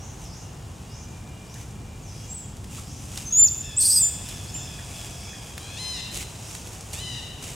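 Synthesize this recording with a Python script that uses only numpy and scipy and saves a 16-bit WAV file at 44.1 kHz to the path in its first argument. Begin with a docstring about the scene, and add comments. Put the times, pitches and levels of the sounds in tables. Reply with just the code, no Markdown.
"""A young macaque close by gives a pure squeak, then a rough scream: two tones mixing in one throat.
Further off among the trees another whimpers, then cries out, turning hoarse as its pitch falls.
Small birds whistle in the canopy, with thin peeps and faint far tones around them. Dry leaves rustle
and twigs snap under moving animals, wood is tapped softly, and the microphone clicks once. Trunks and
leaves scatter the calls into echoes, while the foliage hisses and distant traffic rumbles."""
import sys
import numpy as np
from scipy import signal
from scipy.fft import rfft, irfft, next_fast_len
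from scipy.io import wavfile
from scipy.ndimage import map_coordinates

SR = 44100
rng = np.random.default_rng(int(sys.argv[2]) if len(sys.argv) > 2 else 0)


def wrap_up_sound(samples):
    """Save the sound to the file named by the first command line argument, as 16-bit audio."""
    columns = np.atleast_2d(samples).T
    # keep every value between -1 and 1, then stretch to whole-number steps
    tamed = np.clip(columns, -1, 1)
    steps = np.round(tamed * 32767).astype(np.int16)
    wavfile.write(sys.argv[1], SR, steps)


N = 332945
TIME = np.arange(N) / SR

# how wide a noise sounds: (frequency [Hz], side level minus middle level [dB])
STEREO_WIDTH = [(60, -29), (110, -22.5), (200, -16.5), (380, -9), (700, -6), (1290, -7), (2380, -6.5),
                (4400, -17), (8120, -18), (15000, -7)]
# the echo among the trunks: (frequency [Hz], time to fade by 60 dB [s])
ECHO_TIMES = [(300, 1.2), (3000, 1.38), (5000, 0.9), (7500, 0.6), (14000, 0.56)]
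# tone colours of engines, tyres and foliage: (frequency [Hz], relative level [dB])
RUMBLE_COLOUR = [(13, -43), (22, -31), (41, -5.5), (92, -1), (119, -2), (263, -15.5), (420, -26.5),
                 (550, -65), (920, -120)]
TYRE_COLOUR = [(150, -35), (300, 0.5), (450, 2.5), (570, -1), (780, 2), (1000, -2), (1300, -6.5),
               (2000, -11), (3500, -12), (8000, -29)]
FOLIAGE_COLOUR = [(900, 1), (1900, -4.5), (2700, 2.5), (3300, 0.5), (4200, -2), (5300, 3.5), (7200, 6),
                  (9000, 2), (11000, -5.5), (13500, -10.5), (16000, -15)]
# vehicles swelling out of the rumble: (middle time [s], width [s], rise [dB])
VEHICLES = [(.9, 0.77, 1.2), (1.8, .15, 3.5), (2.7, 0.49, 2.5), (3.55, 0.37, 1.5), (4.45, 0.39, 3),
            (7.1, 0.52, 0.7)]
# how the tyre noise and the foliage swell and fade: (time [s], level [dB])
TYRE_LEVELS = [(0, -47.5), (1, -49.5), (3.85, -51.5), (4.15, -49), (7.55, -48)]
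FOLIAGE_LEVELS = [(0, -53.5), (2.55, -54.5), (3.1, -46), (3.7, -47.5), (4.35, -44), (5.45, -46.5),
                  (6.45, -45.3), (7.55, -50)]
# two birds' sliding notes: (start [s], length [s], direction [1 up, -1 down], level [dB])
HIGH_BIRD_NOTES = [(-.03, 0.096, 1, -44.5), (.165, 0.13, -1, -48.5), (.302, 0.093, 1, -46),
                   (.885, .12, 1, -46.5), (1.47, 0.093, 1, -48), (2.01, 0.11, -1, -47.5),
                   (2.147, .14, 1, -49), (2.85, .1, 1, -46.5), (5.04, 0.14, -1, -49),
                   (5.191, .11, 1, -45.5), (6.416, .13, 1, -45.5)]
LOW_BIRD_NOTES = [(4.841, 0.061, 1, -55), (5.199, 0.071, 1, -51), (5.33, 0.093, -1, -63)]
# faint tones far off: (start [s], length [s], pitch [Hz], level [dB])
FAR_TONES = [(.8, .9, 2390, -63.5), (1.6, .85, 2390, -67), (1.95, .65, 3310, -64), (3.6, 2, 690, -60),
             (2.85, .2, 305, -54)]
# scuffs in the leaves: (middle time [s], width [s], level [dB], place [0 ahead to 1 right])
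LEAF_SCUFFS = [(.24, 0.037, -50, 0), (1.56, .018, -49, 0), (1.61, 0.032, -47, 0), (2.24, 0.14, -50, 0.1),
               (2.77, 0.049, -41, 0.046), (3.02, 0.031, -51, 0), (3.195, 0.046, -40, 0),
               (4.31, 0.046, -40.5, 0), (5.02, 0.1, -43.5, 0), (6.16, 0.025, -33, .8),
               (6.207, 0.023, -34.5, 0.34), (6.54, 0.053, -42, 1), (6.67, .013, -42.5, 0.88),
               (6.74, 0.024, -45.5, 1), (6.94, 0.0056, -33, 0.87), (6.97, 0.038, -38, 1),
               (7.44, 0.0092, -38, 0.89), (7.49, 0.051, -38.5, 0.48)]
# twig snaps, and one sharp click on the microphone at 5.58 s:
# (time [s], level [dB], knock adjustment [dB])
SNAPS_AND_CLICK = [(1.5419, -36, -14), (2.569, -39, -14), (2.643, -35.5, -5.5), (3.175, -23, -4.5),
                   (4.288, -26.5, -11), (5.579, -28, 0.5), (6.1509, -32, -3), (6.5505, -29, -6),
                   (6.672, -33, -22), (6.8089, -33, -21), (6.9317, -26, -19), (7.4257, -32, -2)]
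# tone colours of a scuff, a crack and a knock: (frequency [Hz], relative level [dB])
LEAF_COLOUR = [(150, 9), (700, 0.5), (1500, -4), (2800, 6.5), (4200, 0.5), (7500, 8.5), (10000, 1.5),
               (13000, -6), (16000, -12)]
CRACK_COLOUR = [(1500, -24), (4000, 6), (7500, 7.5), (11000, 3), (16000, -16)]
KNOCK_COLOUR = [(150, -10), (700, -2), (1400, 0), (2800, 0), (4500, -5), (8000, -16)]
# dull taps on wood: (time [s], level [dB], pitch [Hz])
WOOD_TAPS = [(1.555, -45.5, 1780), (1.6, -50, 2170), (2.78, -43, 1275), (4.548, -40.5, 2880),
             (4.79, -44, 1720), (5.33, -41, 1796), (6.2, -39, 2380), (6.23, -41, 387), (6.67, -39, 422)]
# the peeps; the near squeak with two soft notes before it: (start [s], length [s], first pitch [Hz],
# top pitch [Hz], last pitch [Hz], rise [s], fall [s], fade-in [s], level [dB])
PEEP_NOTES = [(2.28, 0.059, 7400, 7570, 7400, 0.025, .01, 0.035, -35),
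              (2.34, .12, 7920, 8020, 6800, 0.0095, 0.12, .006, -35),
              (4.46, 0.045, 3950, 5450, 5450, 0.044, .005, .005, -38),
              (4.532, .105, 6550, 7240, 5500, 0.0146, 0.074, .008, -32)]
SQUEAK_NOTES = [(3.245, 0.055, 6270, 6290, 6160, .015, 0.017, 0.029, -34.5),
                (3.305, .016, 6260, 6300, 6290, .005, .005, 0.0046, -35),
                (3.322, .167, 6625, 7150, 4160, .072, .048, 0.0049, -12.5)]
# the far macaque's whimpers: (start [s], level [dB])
WHIMPER_RUN = [(3.299, -46), (3.619, -43), (3.95, -44), (4.24, -46), (4.559, -44), (4.921, -46),
               (5.242, -46)]
# a whimper's overtones: (multiple of the pitch, relative level [dB])
WHIMPER_OVERTONES = [(2, -8), (3, -1), (4, 4), (6, 2.5), (8, -35)]
# the scream's high tone: (time [s], pitch [Hz])
SCREAM_HIGH_TONE = [(3.764, 6930), (3.776, 7700), (3.797, 8560), (3.815, 8300), (3.865, 8820), (3.91, 8170),
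                    (4.0, 8290), (4.027, 7170), (4.098, 7180)]
# bursts of the same throat's lower tone:
# (start [s], length [s], first pitch [Hz], last pitch [Hz], level [dB], roughness [0 clear, 1 up rough])
SCREAM_LOW_TONES = [(3.426, 0.02, 4800, 4730, -34, 0.1), (3.802, 0.037, 4800, 4670, -32, 1.1),
                    (3.846, 0.033, 4580, 4880, -26, 0.4), (3.898, .05, 4540, 5380, -26, 0.7),
                    (3.954, 0.041, 4980, 4860, -22.5, 0.14)]
# tone colour of the air rushing through that throat: (frequency [Hz], relative level [dB])
RASP_COLOUR = [(2500, -25), (3700, -13), (4600, 4.5), (6500, 3), (8800, 0.5), (10200, 0), (12500, -0.5),
               (14000, -14), (16000, -18)]
# how strongly the near voice beams into the trees: (frequency [Hz], relative level [dB])
VOICE_BEAM = [(5000, -10), (7000, -1), (8500, 2), (12500, -4), (14300, 10)]
# the far macaque's cries: (start [s], length [s], first pitch [Hz], top pitch [Hz], last pitch [Hz],
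# rise [s], fall [s], level [dB], mouth resonance [Hz], roughness [0 to 1])
FAR_CRIES = [(5.595, 0.2, 773, 854, 830, 0.14, 0.018, -42, 2860, .55),
             (5.765, 0.25, 837, 1026, 866, .036, .11, -32.5, 3980, 0.17),
             (6.948, .265, 837, 1006, 907.5, .062, .16, -36, 3200, 0.44)]
# tone colour of its throat: (frequency [Hz], relative level [dB])
THROAT_COLOUR = [(900, -14), (2000, -7), (3000, -5.5), (4000, 0), (4700, -6), (5200, -2.5), (6100, -3),
                 (7100, -3), (8100, -12), (9100, -2), (10000, -19), (15000, -28)]


def amp(db):
    """Turn decibels into a number to multiply a sound by."""
    return 10 ** (np.asarray(db) / 20)


def unit(x):
    """Scale a sound to an average power of 1."""
    return x / np.sqrt(np.mean(x ** 2) + 1e-20)


def at_hz(table, hz):
    """Read a (frequency, value) table between its rows, on a musical pitch scale."""
    freqs, values = np.transpose(table)
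    return np.interp(np.log(hz + 1), np.log(freqs + 1), values)


def at_time(table, t=TIME):
    """Read a (time, value) table between its rows."""
    return np.interp(t, *np.transpose(table))


def window(start, length):
    """The sample numbers of an event, and the time since its start."""
    i = np.flatnonzero((TIME >= start) & (TIME < start + length))
    return i, TIME[i] - start


def envelope(t, fade_in, fade_out):
    """A volume that rises, holds and falls to nothing at the end of t."""
    return np.clip(t / fade_in, 0, 1) * np.clip((t[-1] - t) / fade_out, 0, 1)


def wobble(rate, size=N):
    """A smooth curve through `rate` random values a second."""
    points = rng.standard_normal(int(size * rate / SR) + 4)
    return map_coordinates(points, [np.arange(size) * rate / SR])


def phase_of(hz):
    """How far a wave has turned, in radians, as it follows a pitch curve."""
    return 2 * np.pi * np.cumsum(hz) / SR


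def arch(t, from_hz, top_hz, end_hz, rise, fall, rise_bend, fall_bend):
    """The pitch of a call: it climbs to its top, holds and drops."""
    up = np.clip(t / rise, 0, 1) ** rise_bend
    down = np.clip(1 - (t[-1] - t) / fall, 0, 1) ** fall_bend
    return from_hz + (top_hz - from_hz) * up + (end_hz - top_hz) * down


def filtered(x, response):
    """Multiply each frequency in x by response(frequency)."""
    size = next_fast_len(N + SR // 4)
    return irfft(rfft(x, size) * response(np.fft.rfftfreq(size, 1 / SR)), size)[..., :N]


def noise(colour, wider_db=0):
    """Stereo noise of a given tone colour; its bass is nearly the same in both ears."""
    def response(hz):
        side_db = np.minimum(at_hz(STEREO_WIDTH, hz) + wider_db, -3)
        return amp(at_hz(colour, hz)) * amp([0 * hz, side_db])
    mid, side = filtered(rng.standard_normal((2, N)), response)
    return unit(np.array([mid + side, mid - side]))


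def among_trees(x, echo_db, side_db, build_s=0.0076):
    """A sound plus its echo off trunks and leaves; the treble dies first."""
    hz, t, spectrum = signal.stft(rng.standard_normal((2, SR)), SR, nperseg=256)
    decay = amp(-60 * t / at_hz(ECHO_TIMES, hz)[:, None])
    tail = signal.istft(spectrum * decay, SR, nperseg=256)[1]
    tail *= 1 - np.exp(-(np.arange(tail.shape[1]) / SR / build_s) ** 2)
    mid, side = signal.fftconvolve(x[None], tail / np.linalg.norm(tail[0]), axes=1)[:, :N]
    side = side * amp(side_db)
    return (x + amp(echo_db) * np.array([mid + side, mid - side])) / np.sqrt(1 + amp(echo_db) ** 2)


def traffic(rumble_db=-40.5, throb_db=0.5):
    """A distant rumble that swells as vehicles pass, with tyre noise a little to the left."""
    swell_db = sum(db * np.exp(-((TIME - middle) / width) ** 2) for middle, width, db in VEHICLES)
    rumble = unit(noise(RUMBLE_COLOUR) * amp(throb_db * wobble(25)))
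    tyres = amp(at_time(TYRE_LEVELS)) * noise(TYRE_COLOUR) * amp([[.55], [-.55]])
    return amp(rumble_db + swell_db) * rumble + tyres


def foliage(boost_db=1.5):
    """Stirring leaves make a faint, grainy hiss."""
    stir_db = .5 * wobble(14)
    hiss = unit(noise(FOLIAGE_COLOUR) * amp(stir_db + 1.5 * wobble(500)))
    return amp(at_time(FOLIAGE_LEVELS) + boost_db) * hiss


def bird_slides(notes, low_hz, high_hz, bend=.9):
    """One bird whistles pure notes that slide up or down across its range."""
    out = np.zeros(N)
    for start, length, direction, db in notes:
        i, t = window(start, length)
        from_hz, to_hz = (low_hz, high_hz) if direction > 0 else (high_hz, low_hz)
        hz = from_hz + (to_hz - from_hz) * (t / length) ** bend
        swell = np.sqrt(np.abs(np.sin(np.pi * t / length)))
        waver = 1 + .014 * wobble(300, len(i))
        out[i] += np.sqrt(2) * amp(db) * swell * np.sin(phase_of(hz * waver))
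    return out


def birds():
    """Two birds in the canopy, heard mostly by their echo."""
    high = bird_slides(HIGH_BIRD_NOTES, low_hz=4540, high_hz=7300)
    low = bird_slides(LOW_BIRD_NOTES, low_hz=2105, high_hz=2550)
    return among_trees(high + low, echo_db=5.5, side_db=-10, build_s=.015)


def far_tones(first_pip_s=-0.053, every_s=.445, pip_s=0.12, pip_hz=2840, pip_db=-61.5):
    """A distant bird repeats one pip six times; a few other faint tones waver far off."""
    out = np.zeros(N)
    pips = [(first_pip_s + k * every_s, pip_s, pip_hz, pip_db) for k in range(6)]
    for start, length, hz, db in FAR_TONES + pips:
        i, _ = window(start, length)
        waver_hz = 22 * wobble(150, len(i))
        out[i] += np.sqrt(2) * amp(db) * signal.windows.tukey(len(i)) * np.sin(phase_of(hz + waver_hz))
    return among_trees(out, echo_db=0, side_db=-4.5) * amp([[.8], [-.8]])


def leaf_scuffs(grain_db=3):
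    """Animals brush through dry leaves: grainy swells of noise, ahead and (wider) on the right."""
    ahead_power, right_power = np.zeros((2, N))
    for middle, width, db, place in LEAF_SCUFFS:
        power = amp(2 * db) * np.exp(-np.minimum(((TIME - middle) / width) ** 2, 100))
        ahead_power += (1 - place) * power
        right_power += place * power
    grain = amp(grain_db * wobble(700))
    ahead = np.sqrt(ahead_power) * unit(noise(LEAF_COLOUR) * grain)
    right = np.sqrt(right_power) * unit(noise(LEAF_COLOUR, wider_db=3.5) * grain)
    return ahead + right * amp([[-1], [1]])


def snaps_and_click(crack_db=-4, knock_db=-3):
    """Twig snaps and one sharp click on the microphone: each is a bright crack with a duller knock."""
    crack, knock = np.zeros((2, N))
    for start, db, adjust_db in SNAPS_AND_CLICK:
        i, t = window(start, .15)
        fade = amp(db - 60 * t / .015) + amp(db - 16 - 60 * t / .12)  # a sharp burst, then a soft tail
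        crack[i] += amp(crack_db) * fade
        knock[i] += amp(knock_db + adjust_db) * fade
    return crack * noise(CRACK_COLOUR) + knock * noise(KNOCK_COLOUR)


def wood_taps(ring_s=0.11, fade_in_s=0.00095, blur=0.3):
    """A soft touch makes wood ring briefly: a narrow band of noise around one pitch."""
    out = np.zeros(N)
    t = np.arange(SR // 8) / SR
    for start, db, hz in WOOD_TAPS:
        flicker = wobble(blur * hz, len(t)) + 1j * wobble(blur * hz, len(t))
        ring = unit((flicker * np.exp(2j * np.pi * hz * t)).real)
        fade = amp(db - 60 * t / ring_s) * (1 - np.exp(-t / fade_in_s))
        out[round(start * SR):][:len(t)] += fade * ring
    return among_trees(out, echo_db=-13.5, side_db=-1)


def arched_notes(notes, octave_db, jitter, rise_bend, fall_bend):
    """Nearly pure notes with a weak octave above, loudest at the top of their pitch."""
    out = np.zeros(N)
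    for start, length, from_hz, top_hz, end_hz, rise, fall, fade_in, db in notes:
        i, t = window(start, length)
        hz = arch(t, from_hz, top_hz, end_hz, rise, fall, rise_bend, fall_bend)
        softer_db = 17 * np.tanh(np.log2(top_hz / hz) / 0.2)
        level = amp(db - softer_db) * envelope(t, fade_in, fade_out=0.0025)
        phase = phase_of(hz * (1 + jitter * wobble(397, len(i)) + 0.0034 * wobble(54, len(i))))
        out[i] += np.sqrt(2) * level * (np.sin(phase) + amp(octave_db) * np.sin(2 * phase))
    return out


def peeps():
    """Short, slightly hoarse peeps from a little way off."""
    voice = arched_notes(PEEP_NOTES, octave_db=-24, jitter=.013, rise_bend=1.1, fall_bend=1.6)
    return among_trees(voice, echo_db=-3, side_db=-13)


def near_macaque():
    """A clean squeak, then the scream; the treble beams into the trees and returns as an echo."""
    squeak = arched_notes(SQUEAK_NOTES, octave_db=-32, jitter=0.0043, rise_bend=1.9, fall_bend=2.9)
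    voice = squeak + scream()
    beamed = filtered(voice, lambda hz: amp(at_hz(VOICE_BEAM, hz)))
    echo = among_trees(beamed, echo_db=35, side_db=-12, build_s=0.004)
    return voice + amp(-6.5) * echo


def far_whimpers(first_hz=890, tiring_hz_per_s=19, droop_hz_per_s=110):
    """Hoarse, drooping whimpers, about three a second, each a little lower as the voice tires."""
    out = np.zeros(N)
    for start, db in WHIMPER_RUN:
        i, t = window(start, length=0.38)
        hz = first_hz - tiring_hz_per_s * (start - WHIMPER_RUN[0][0]) - droop_hz_per_s * t
        waver = .024 * wobble(300, len(i)) + .012 * wobble(18, len(i))
        phase = phase_of(hz * (1 + waver))
        voice = unit(sum(amp(level) * np.sin(k * phase) for k, level in WHIMPER_OVERTONES))
        out[i] += amp(db) * envelope(t, fade_in=0.02, fade_out=0.35) * voice
    return among_trees(out, echo_db=-1, side_db=-8.5)


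def vocal_fold(hz, rough, jitter, scatter, blur_hz):
    """A vibrating vocal fold, as a complex wave; roughness breaks its tone into random bursts."""
    size = len(hz)
    rough = np.clip(rough, 0, 1)
    phase = phase_of(hz * (1 + jitter * rough * wobble(500, size)))
    flicker = wobble(blur_hz, size) + 1j * wobble(blur_hz, size)
    drive = (1 - rough) + scatter * np.sqrt(rough) * flicker
    swing = drive / np.sqrt(1 + np.abs(drive) ** 2)  # the fold can only swing so far
    return np.sqrt(2) * swing / np.sqrt(np.mean(np.abs(swing) ** 2)) * np.exp(1j * phase)


def scream(high_db=-19, rasp_db=-28, break_at_s=3.797, break_s=0.019, recover_s=.235):
    """Two tones in one throat mix into new ones, over a rasp of rushing air."""
    high, low = np.zeros((2, N), complex)
    since_break = TIME - break_at_s  # the voice suddenly turns rough, then clears steadily
    rough = np.clip(1.5 * np.minimum(since_break / break_s, 1 - since_break / recover_s), 0, 1)
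    i = np.flatnonzero((TIME >= SCREAM_HIGH_TONE[0][0]) & (TIME <= SCREAM_HIGH_TONE[-1][0]))
    hz = at_time(SCREAM_HIGH_TONE, TIME[i])
    tone = vocal_fold(hz, rough[i] + 0.065, jitter=.025, scatter=.8, blur_hz=850)
    flutter_db = 2.7 * rough[i] * wobble(44, len(i))
    fade = envelope(TIME[i] - TIME[i[0]], fade_in=0.016, fade_out=.055)
    high[i] = amp(high_db + flutter_db) * fade * tone
    for start, length, from_hz, to_hz, db, roughness in SCREAM_LOW_TONES:
        i, t = window(start, length)
        hz = np.linspace(from_hz, to_hz, len(i))
        tone = vocal_fold(hz, roughness, jitter=.03, scatter=.6, blur_hz=800)
        low[i] += amp(db) * envelope(t, fade_in=0.0073, fade_out=0.0073) * tone
    # multiplying complex waves adds their pitches; with conj() it subtracts them
    beat = high * low.conj()
    mixed = amp(3) * high * low + amp(19) * high * beat + amp(36) * beat ** 2 + amp(-14) * high ** 2
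    rasp = amp(rasp_db) * np.sqrt(rough) * noise(RASP_COLOUR)[0]
    return (high + low + mixed).real + rasp


def far_cries(resting_mouth_hz=2830, mouth_width_hz=650, slack_octaves=0.14):
    """Arched cries turn hoarse and dull as they fall; the mouth boosts overtones near its resonance."""
    out = np.zeros(N)
    k = np.arange(1, 15)[:, None]  # multiples of the pitch
    for start, length, from_hz, top_hz, end_hz, rise, fall, db, open_hz, roughness in FAR_CRIES:
        i, t = window(start, length)
        hz = arch(t, from_hz, top_hz, end_hz, rise, fall, rise_bend=0.98, fall_bend=1.3)
        slack = np.clip(np.log2(top_hz / hz) / slack_octaves, 0, 1)  # 0 at the top pitch, 1 well below
        rough = np.clip(roughness + .7 * slack, 0, 1)
        mouth_hz = open_hz + (resting_mouth_hz - open_hz) * slack ** 2
        phase = phase_of(hz * (1 + .028 * rough * wobble(600, len(i))))
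        mouth_db = (8 - 7.5 * slack) * np.exp(-((k * hz - mouth_hz) / mouth_width_hz) ** 2)
        dulling_db = 9 * rough * np.minimum(np.abs(np.log2(k * hz / mouth_hz)), 1)
        gains = amp(at_hz(THROAT_COLOUR, k * hz) + mouth_db - dulling_db)
        swell_db = 3 * (np.sin(np.pi * t / length) - 1)
        level = amp(db + swell_db - 2.5 * slack) * envelope(t, fade_in=0.0067, fade_out=0.0067)
        out[i] += np.sqrt(2) * level * (gains * np.sin(k * phase)).sum(0) / np.linalg.norm(gains, axis=0)
    return among_trees(out, echo_db=-2.5, side_db=-7, build_s=.03) * amp([[1.3], [-1.3]])  # to the left


def scene():
    """All the sounds added together, in stereo."""
    calls = near_macaque() + far_cries() + far_whimpers() + peeps() + birds() + far_tones()
    return calls + leaf_scuffs() + snaps_and_click() + wood_taps() + traffic() + foliage()


def record(dry, top_hz=15830):
    """Cut away the very highest treble."""
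    return filtered(dry, lambda hz: hz < top_hz)


dry = scene()
out = record(dry)
wrap_up_sound(out)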